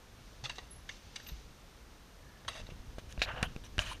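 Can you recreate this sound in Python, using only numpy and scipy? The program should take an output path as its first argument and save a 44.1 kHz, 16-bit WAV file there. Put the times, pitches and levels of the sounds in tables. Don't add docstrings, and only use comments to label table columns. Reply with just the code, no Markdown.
import sys
import numpy as np
from scipy import signal
from scipy.fft import rfft, irfft
from scipy.io import wavfile
from scipy.ndimage import uniform_filter1d

SR = 44100
rng = np.random.default_rng(int(sys.argv[2]) if len(sys.argv) > 2 else 0)


def unload_wav(signal):
    wavfile.write(
        sys.argv[1],
        SR,
        np.round(np.clip(np.atleast_2d(signal).T, -1, 1) * 32767).astype(np.int16),
    )


def volts_from_db(level):
    exponent = np.asarray(level, float) / 20
    return 10 ** exponent


N = 176400


def evened(x):
    return x / np.sqrt(np.mean(x ** 2) + 1e-20)


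def add(mix, start_s, sound):
    part = mix[round(start_s * SR):][:len(sound)]
    part += sound[:len(part)]


def resonate(x, hz, width_hz):
    r = np.exp(-np.pi * width_hz / SR)
    return signal.lfilter([1 - r, 0, r - 1], [1, -2 * r * np.cos(2 * np.pi * hz / SR), r * r], x)


def resonate_twice(x, hz, width_hz):
    return resonate(resonate(x, hz, width_hz), hz, width_hz)


def body(x, peaks, tilt_db):
    total = 0
    for k, (hz, width_hz, db) in enumerate(peaks):
        gain = volts_from_db(db + tilt_db * np.log2(hz / 2500))
        total = total + (-1) ** k * gain * resonate(x, hz, width_hz)
    return total


def coloured(points):
    hz = np.fft.rfftfreq(N, 1 / SR)
    point_hz, point_db = np.transpose(points)
    shape_db = np.interp(np.log(hz + 1), np.log(point_hz + 1), point_db, left=-40, right=-90)
    return evened(irfft(rfft(rng.standard_normal(N)) * volts_from_db(shape_db), N))


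def grains(count, per_s, spread_db):
    chance, side, size = rng.random((3, count))
    return evened((chance < per_s / SR) * np.sign(side - 0.5) * volts_from_db(-spread_db * np.log(size + 0.0018)))


def slow_noise(shape, size):
    noise = rng.standard_normal(shape)
    return evened(uniform_filter1d(uniform_filter1d(noise, size=size), size=size))


def rub(starts, strokes, peaks):
    out, t = np.zeros(N), np.arange(8000) / SR
    rise_s, fall_s, clump_db = 0.002, 0.005, 1.6
    for start_s, (length_s, db, fade_db, tilt_db) in zip(starts, strokes):
        attack = np.minimum(t / rise_s, 1)
        release = np.exp(np.minimum(length_s - t, 0) / fall_s)
        stroke = attack * release * volts_from_db(fade_db * np.minimum(t / length_s, 1))
        slips = grains(len(t), 9000, 1.5)
        clumps = uniform_filter1d(rng.standard_normal((len(peaks), len(t))), size=400, axis=1) * 20
        sound = np.zeros(len(t))
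        for k, (hz, width_hz, peak_db) in enumerate(peaks):
            drive = resonate(slips * volts_from_db(clump_db * clumps[k]), hz, 2 * width_hz)
            sound += (-1) ** k * body(drive, [(hz, width_hz, peak_db)], tilt_db)
        add(out, start_s, volts_from_db(db) * stroke * sound / sound[:round(length_s * SR)].std())
    return out


# frequency in Hz, level in dB per Hz.
AIR_SPECTRUM = [(88,-20),(150,0.5),(300,-2.5),(1300,-7),(3500,-17),(6500,-22),(7600,-22),(11000,-25),(15100,-29.5)]
# frequency in Hz, level in dB per Hz.
RUMBLE_SPECTRUM = [(8.8, -43), (15, -4.5), (49, 1.5), (87, -5), (145, -11.5), (276, -19.5), (400, -25),
                   (520, -21.5), (880, -120)]
# time in seconds, rumble level in dB.
WIND_GUSTS = [(0, -57), (.5, -55), (1.5, -56), (2.16, -58), (2.6, -52), (3.1, -50), (3.45, -46), (3.7, -52),
              (3.8, -46.5), (4, -50)]
# frequency in Hz, level in dB per Hz.
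LEAF_SPECTRUM = [(800,-15),(2000,-6),(3600,-2),(4800,-4.5),(6200,-3.5),(7200,-11.5),(10000,-45)]
# time in seconds, level in dB.
LEAF_LEVELS = [(0,-67),(.42,-64),(.65,-68),(.9,-64.5),(.92,-57),(1.0,-64),(1.3,-60.5),(1.45,-64.5),(1.9,-67.5),(4,-64)]
# frequency in Hz, level in dB.
WHINE_LINES = [(8781,-82),(11688,-89),(11719,-83),(14626,-84)]


def background():
    t = np.arange(N) / SR
    lumps = slow_noise((2, N), 1200)
    rumble = coloured(RUMBLE_SPECTRUM) * volts_from_db(np.interp(t, *np.transpose(WIND_GUSTS)) + 1.5 * lumps[0])
    leaves = coloured(LEAF_SPECTRUM) * volts_from_db(np.interp(t, *np.transpose(LEAF_LEVELS)) + 0.5 * lumps[1])
    wander = 1.2 * slow_noise(N, 6000)
    whine = sum(np.sqrt(2) * volts_from_db(db) * np.sin(2 * np.pi * hz * t + wander) for hz, db in WHINE_LINES)
    return volts_from_db(-61) * coloured(AIR_SPECTRUM) + rumble + leaves + whine


# start in seconds, size (full scale is 1), frequency in Hz, decay in seconds.
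LOW_THUMPS = [(.434, -0.011, 126, 0.02), (1.3205, -0.016, 54, 0.03), (2.463, -0.006, 96, 0.024),
              (2.724, -0.01, 70, 0.024), (2.8, 0.017, 54, .01), (3.18, -0.024, 53, 0.033),
              (3.785, 0.064, 60, 0.0089), (3.801, -0.026, 67, 0.017), (3.3375, .03, 95, 0.0048),
              (3.192, -0.0031, 95, 0.016), (2.618, -0.0055, 110, 0.009), (1.317, .009, 135, .008)]


def thumps():
    out, t = np.zeros(N), np.arange(6000) / SR
    for start_s, size, hz, decay_s in LOW_THUMPS:
        add(out, start_s, size * np.sin(2 * np.pi * hz * t) * np.exp(-t / decay_s))
    return out


# start in seconds, peak level in dB, time to fall 60 dB in seconds,
# tilt in dB per octave, frequency of the struck board in Hz.
PLANK_CLATTERS = [(.436,-36,0.14,4,4430),(0.451,-34.5,0.054,1.5,3500),(.492,-33.5,0.06,3.5,2000),(0.51,-46,0.038,5,2700),(.553,-46.5,0.083,8.5,3800),(.579,-36.5,0.052,1.5,516),
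                  (0.887,-38,0.081,3,2100),(.909,-51,0.054,2,5780),(1.156,-33,0.05,5,2120),(1.195,-45,0.045,4,1780),(1.263,-43,0.028,6.5,2800),(1.283,-43,0.03,5,6340),
                  (1.2905,-44,0.03,2,3750),(2.444,-49.5,0.067,-2,1900),(2.477,-33,0.054,2.5,3400),(2.479,-30.5,0.038,1,1090),(2.549,-42.5,0.19,0,1980),(2.597,-44,0.021,-2,3460),(2.663,-47,0.04,0.5,3800),(2.698,-46.5,0.06,1,2570)]
# frequency in Hz, width in Hz, level in dB.
PLANK_PEAKS = [(520,134,7.5),(1100,860,2),(1780,430,8),(2013,270,7),(2750,127,9.5),(3500,215,4.5),(3886,123,6),(4510,110,2.5),(4900,490,-2.5),(6220,480,-4.5),(8450,1070,-18)]


def plank():
    out, t = np.zeros(N), np.arange(6000) / SR
    rise_s, clicks_per_s = 0.0044, 5000
    for start_s, db, t60, tilt_db, hz in PLANK_CLATTERS:
        swell = np.minimum(t / rise_s, 1) ** 2 * volts_from_db(-60 * t / t60)
        impacts = grains(len(t), clicks_per_s, 2.1) * swell
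        struck_board = resonate_twice(impacts, hz, 670)
        sound = body(impacts, PLANK_PEAKS, tilt_db) + volts_from_db(9) * struck_board
        add(out, start_s, volts_from_db(db - 8.5) * sound / sound[:600].std())
    echo_db, echo_t60 = -12, 0.8
    t = np.arange(SR // 2) / SR
    tail = rng.standard_normal(len(t)) * volts_from_db(-60 * t / echo_t60) * (t > 0.01)
    return out + volts_from_db(echo_db) * signal.fftconvolve(out, tail / np.linalg.norm(tail))[:N]


# start in seconds, peak level in dB, frequency in Hz, time to fall 60 dB in seconds.
SLAT_KNOCKS = [(.440, -40, 840, .03), (.449, -40, 2050, .04), (.452, -36, 3490, .03),
               (.4555, -34.5, 3550, .04), (.457, -40, 2500, .03), (.461, -40.5, 1230, 0.033),
               (.496, -35, 3890, 0.035), (.4975, -39, 2740, .04), (.500, -38, 990, 0.033),
               (.503, -42, 2000, .03), (.514, -47, 2650, .05), (.583, -47, 565, 0.037),
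               (.584, -39, 3950, .03), (.587, -41, 1910, 0.046), (.889, -48, 3520, .03),
               (.892, -33, 1780, 0.03), (.8925, -37.5, 2160, 0.035), (.893, -39, 3530, .03),
               (.892, -45, 6470, 0.036), (.897, -40.5, 2000, 0.034), (2.448, -47.5, 1170, 0.017),
               (2.449, -53, 3600, .02), (2.482, -32.5, 1100, 0.026), (2.483, -34, 3850, .05),
               (2.484, -37, 3270, .05), (2.486, -47, 8500, .05), (2.494, -46, 646, 0.052),
               (2.497, -41, 1290, 0.034), (2.59, -47, 3480, 0.036)]


def knocks():
    out, t = np.zeros(N), np.arange(4000) / SR
    rise_s = 0.0011
    for start_s, db, hz, t60 in SLAT_KNOCKS:
        envelope = volts_from_db(db - 60 * t / t60) * np.minimum(t / rise_s, 1)
        add(out, start_s, envelope * np.sin(2 * np.pi * hz * t))
    return out


# start in seconds, frequency in Hz, level in dB, width in Hz,
# time to fall 60 dB in seconds.
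TAG_PINGS = [
    (.706, 10890, -46.5, 39.7, 0.1),
    (.735, 10980, -61, 150, 0.33),
    (1.228, 12500, -62, 150, .06),
    (1.24, 13100, -69, 300, .4),
    (1.269, 13200, -47.5, 300, 0.13),
    (1.284, 13400, -62, 250, 0.12),
]


def tags():
    out, t = np.zeros(N), np.arange(12000) / SR
    rise_s = 0.0054
    for start_s, hz, db, width_hz, t60 in TAG_PINGS:
        noise = rng.standard_normal(2 * len(t))
        ring = resonate_twice(noise, hz, width_hz)[len(t):]
        envelope = volts_from_db(db - 60 * t / t60) * np.minimum(t / rise_s, 1)
        add(out, start_s, envelope * ring / ring[:800].std())
    return out


def pivot():
    out = np.zeros(N)
    start_s, length_s, hz, width_hz, db = 2.2, 0.24, 1700, 160, -65.5
    count = round(length_s * SR)
    squeak = evened(resonate_twice(rng.standard_normal(20000), hz, width_hz))
    add(out, start_s, volts_from_db(db) * np.sqrt(np.hanning(count)) * squeak[:count])
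    return out


# start in seconds, length in seconds, frequency in Hz, width in Hz, level in dB.
RUB_SWELLS = [(3.275, 0.052, 1470, 530, -43.5), (3.27, 0.043, 2650, 720, -46.5),
              (3.36, 0.041, 2800, 790, -51.5), (3.355, .06, 580, 560, -48), (3.435, .045, 2950, 470, -48),
              (3.215, 0.042, 12600, 3000, -63), (3.428, 0.043, 11000, 4300, -62),
              (3.795, .045, 6500, 1200, -53), (3.80, 0.17, 2900, 420, -50.5), (3.908, .024, 1000, 220, -43),
              (3.88, 0.07, 9500, 1500, -60), (4.1, 0.17, 11700, 3000, -67), (2.48, 0.023, 10000, 3000, -59),
              (2.53, 0.085, 9000, 4000, -67.5), (2.5, 0.13, 620, 150, -60.5), (3.64, 0.035, 5770, 630, -62)]


def swells():
    out = np.zeros(N)
    for start_s, length_s, hz, width_hz, db in RUB_SWELLS:
        band = evened(resonate_twice(grains(8000, 1500, 2.6), hz, width_hz))
        arch = np.sqrt(np.hanning(round(length_s * SR)))
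        add(out, start_s, volts_from_db(db) * arch * band[:len(arch)])
    return out


def settling_slats():
    damped = [(hz, width_hz * 1.9, db) for hz, width_hz, db in PLANK_PEAKS]
    return rub([2.497], [(0.118, -52, -2, 1.5)], damped)


# start in seconds, peak level in dB, main ring in Hz,
# tilt in dB per octave, low push size (full scale is 1).
HOUSING_TAPS = [(2.983, -36, 600, -12, 0.017), (3.1248, -36, 6500, 9, 0.002), (3.638, -46, 3500, 0, 0.002),
                (3.177, -34, 2500, -6.5, -0.012), (3.2176, -12.5, 2500, -0.5, 0.021),
                (3.4281, -18.5, 1670, 12.5, -0.084), (3.4296, -18.5, 2500, 7.5, -0.02),
                (3.431, -24.5, 1670, -2.5, 0.02), (3.563, -35, 2500, 5.5, -0.033),
                (3.7813, -22, 1530, 7, -0.044), (3.7913, -14, 2960, 1.5, -0.027),
                (2.6898, -43, 600, -3, 0.01), (2.7212, -51, 504, 7, 0.011)]
# frequency in Hz, width in Hz, level in dB.
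HOUSING_PEAKS = [(600, 124, 2), (1646, 108, 3), (2660, 97, -2), (2730, 350, 3), (3750, 330, -1.5),
                 (4640, 300, -11.5), (5680, 260, -7), (7200, 1600, -21), (9200, 1000, -15),
                 (11700, 9700, -33)]


def taps():
    out, t = np.zeros(N), np.arange(3000) / SR
    tick_s, push_s = 0.00004, 0.00069
    tick = np.exp(-((t - 3 * tick_s) / tick_s) ** 2)
    shove = t / push_s * np.exp(1 - t / push_s)
    for start_s, db, hz, tilt_db, push in HOUSING_TAPS:
        main_ring = resonate_twice(tick, hz, 610)
        ring = body(tick, HOUSING_PEAKS, tilt_db) + volts_from_db(9.5) * main_ring
        add(out, start_s, -volts_from_db(db) * ring / abs(ring).max() + push * shove)
    return out


FINGER_STARTS = [2.983, 3.09, 3.4295, 3.638, 3.793, 3.85, 3.93]
# length in seconds, level in dB, fade in dB, tilt in dB per octave.
FINGER_STROKES = [
    (0.018, -46, -14, 3),
    (0.039, -58, 0.5, 5),
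    (0.022, -37.5, -18, 3.5),
    (0.033, -55.5, -3, 5),
    (0.059, -38, -11, 2.5),
    (0.082, -46.5, 0.5, 3),
    (0.05, -56, -5.5, 2),
]
# frequency in Hz, width in Hz, level in dB.
FINGER_PEAKS = [(607, 116, 5.5), (1010, 400, 0.5), (1650, 490, 1.5), (2420, 230, 2), (2930, 380, 0),
                (3930, 940, -8), (5000, 700, -15.5), (6090, 1470, -14), (9260, 1500, -24),
                (12500, 3100, -33)]


def finger_scrapes():
    return rub(FINGER_STARTS, FINGER_STROKES, FINGER_PEAKS)


LATCH_STARTS = [3.192, 3.219]
# length in seconds, level in dB, fade in dB, tilt in dB per octave.
LATCH_BUZZES = [
    (0.026, -47, -7, 0),
    (0.032, -27.5, -15.5, -0.4),
]
# frequency in Hz, width in Hz, level in dB.
LATCH_PEAKS = [(600, 370, -6), (1580, 350, -4.5), (2500, 550, 2.5), (3900, 520, 2.5), (5000, 1200, -12),
               (6700, 1200, -15.5), (10000, 3600, -28)]


def latch_buzzes():
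    return rub(LATCH_STARTS, LATCH_BUZZES, LATCH_PEAKS)


PALM_STARTS = [3.258, 3.283, 3.33, 3.36, 3.431, 3.478]
# length in seconds, level in dB, fade in dB, tilt in dB per octave.
PALM_DRAGS = [
    (0.034, -45.5, 1, 0),
    (0.048, -42, -5.5, -1.5),
    (0.028, -50, 2, -2.5),
    (0.076, -43, -5.5, -2.5),
    (0.036, -34.5, -20, -1.5),
    (0.056, -59, -7, 6),
]
# frequency in Hz, width in Hz, level in dB.
PALM_PEAKS = [(600, 340, -3), (1100, 370, -5), (1560, 460, -1), (2830, 430, -5), (3800, 390, -14.5)]


def palm_drags():
    return rub(PALM_STARTS, PALM_DRAGS, PALM_PEAKS)


def scene():
    forest = background() + thumps()
    ramp = plank() + knocks() + tags() + pivot() + swells() + settling_slats()
    hand = taps() + finger_scrapes() + latch_buzzes() + palm_drags()
    return (forest + ramp + hand)[None]


def top_cut(x):
    return signal.sosfilt(signal.butter(12, 15270, fs=SR, output="sos"), x)


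def record(dry):
    low_pass = signal.firwin(255, 15300, fs=SR)[None]
    limited = signal.oaconvolve(dry, low_pass, "same")
    return top_cut(limited)


dry = scene()
out = record(dry)
unload_wav(out)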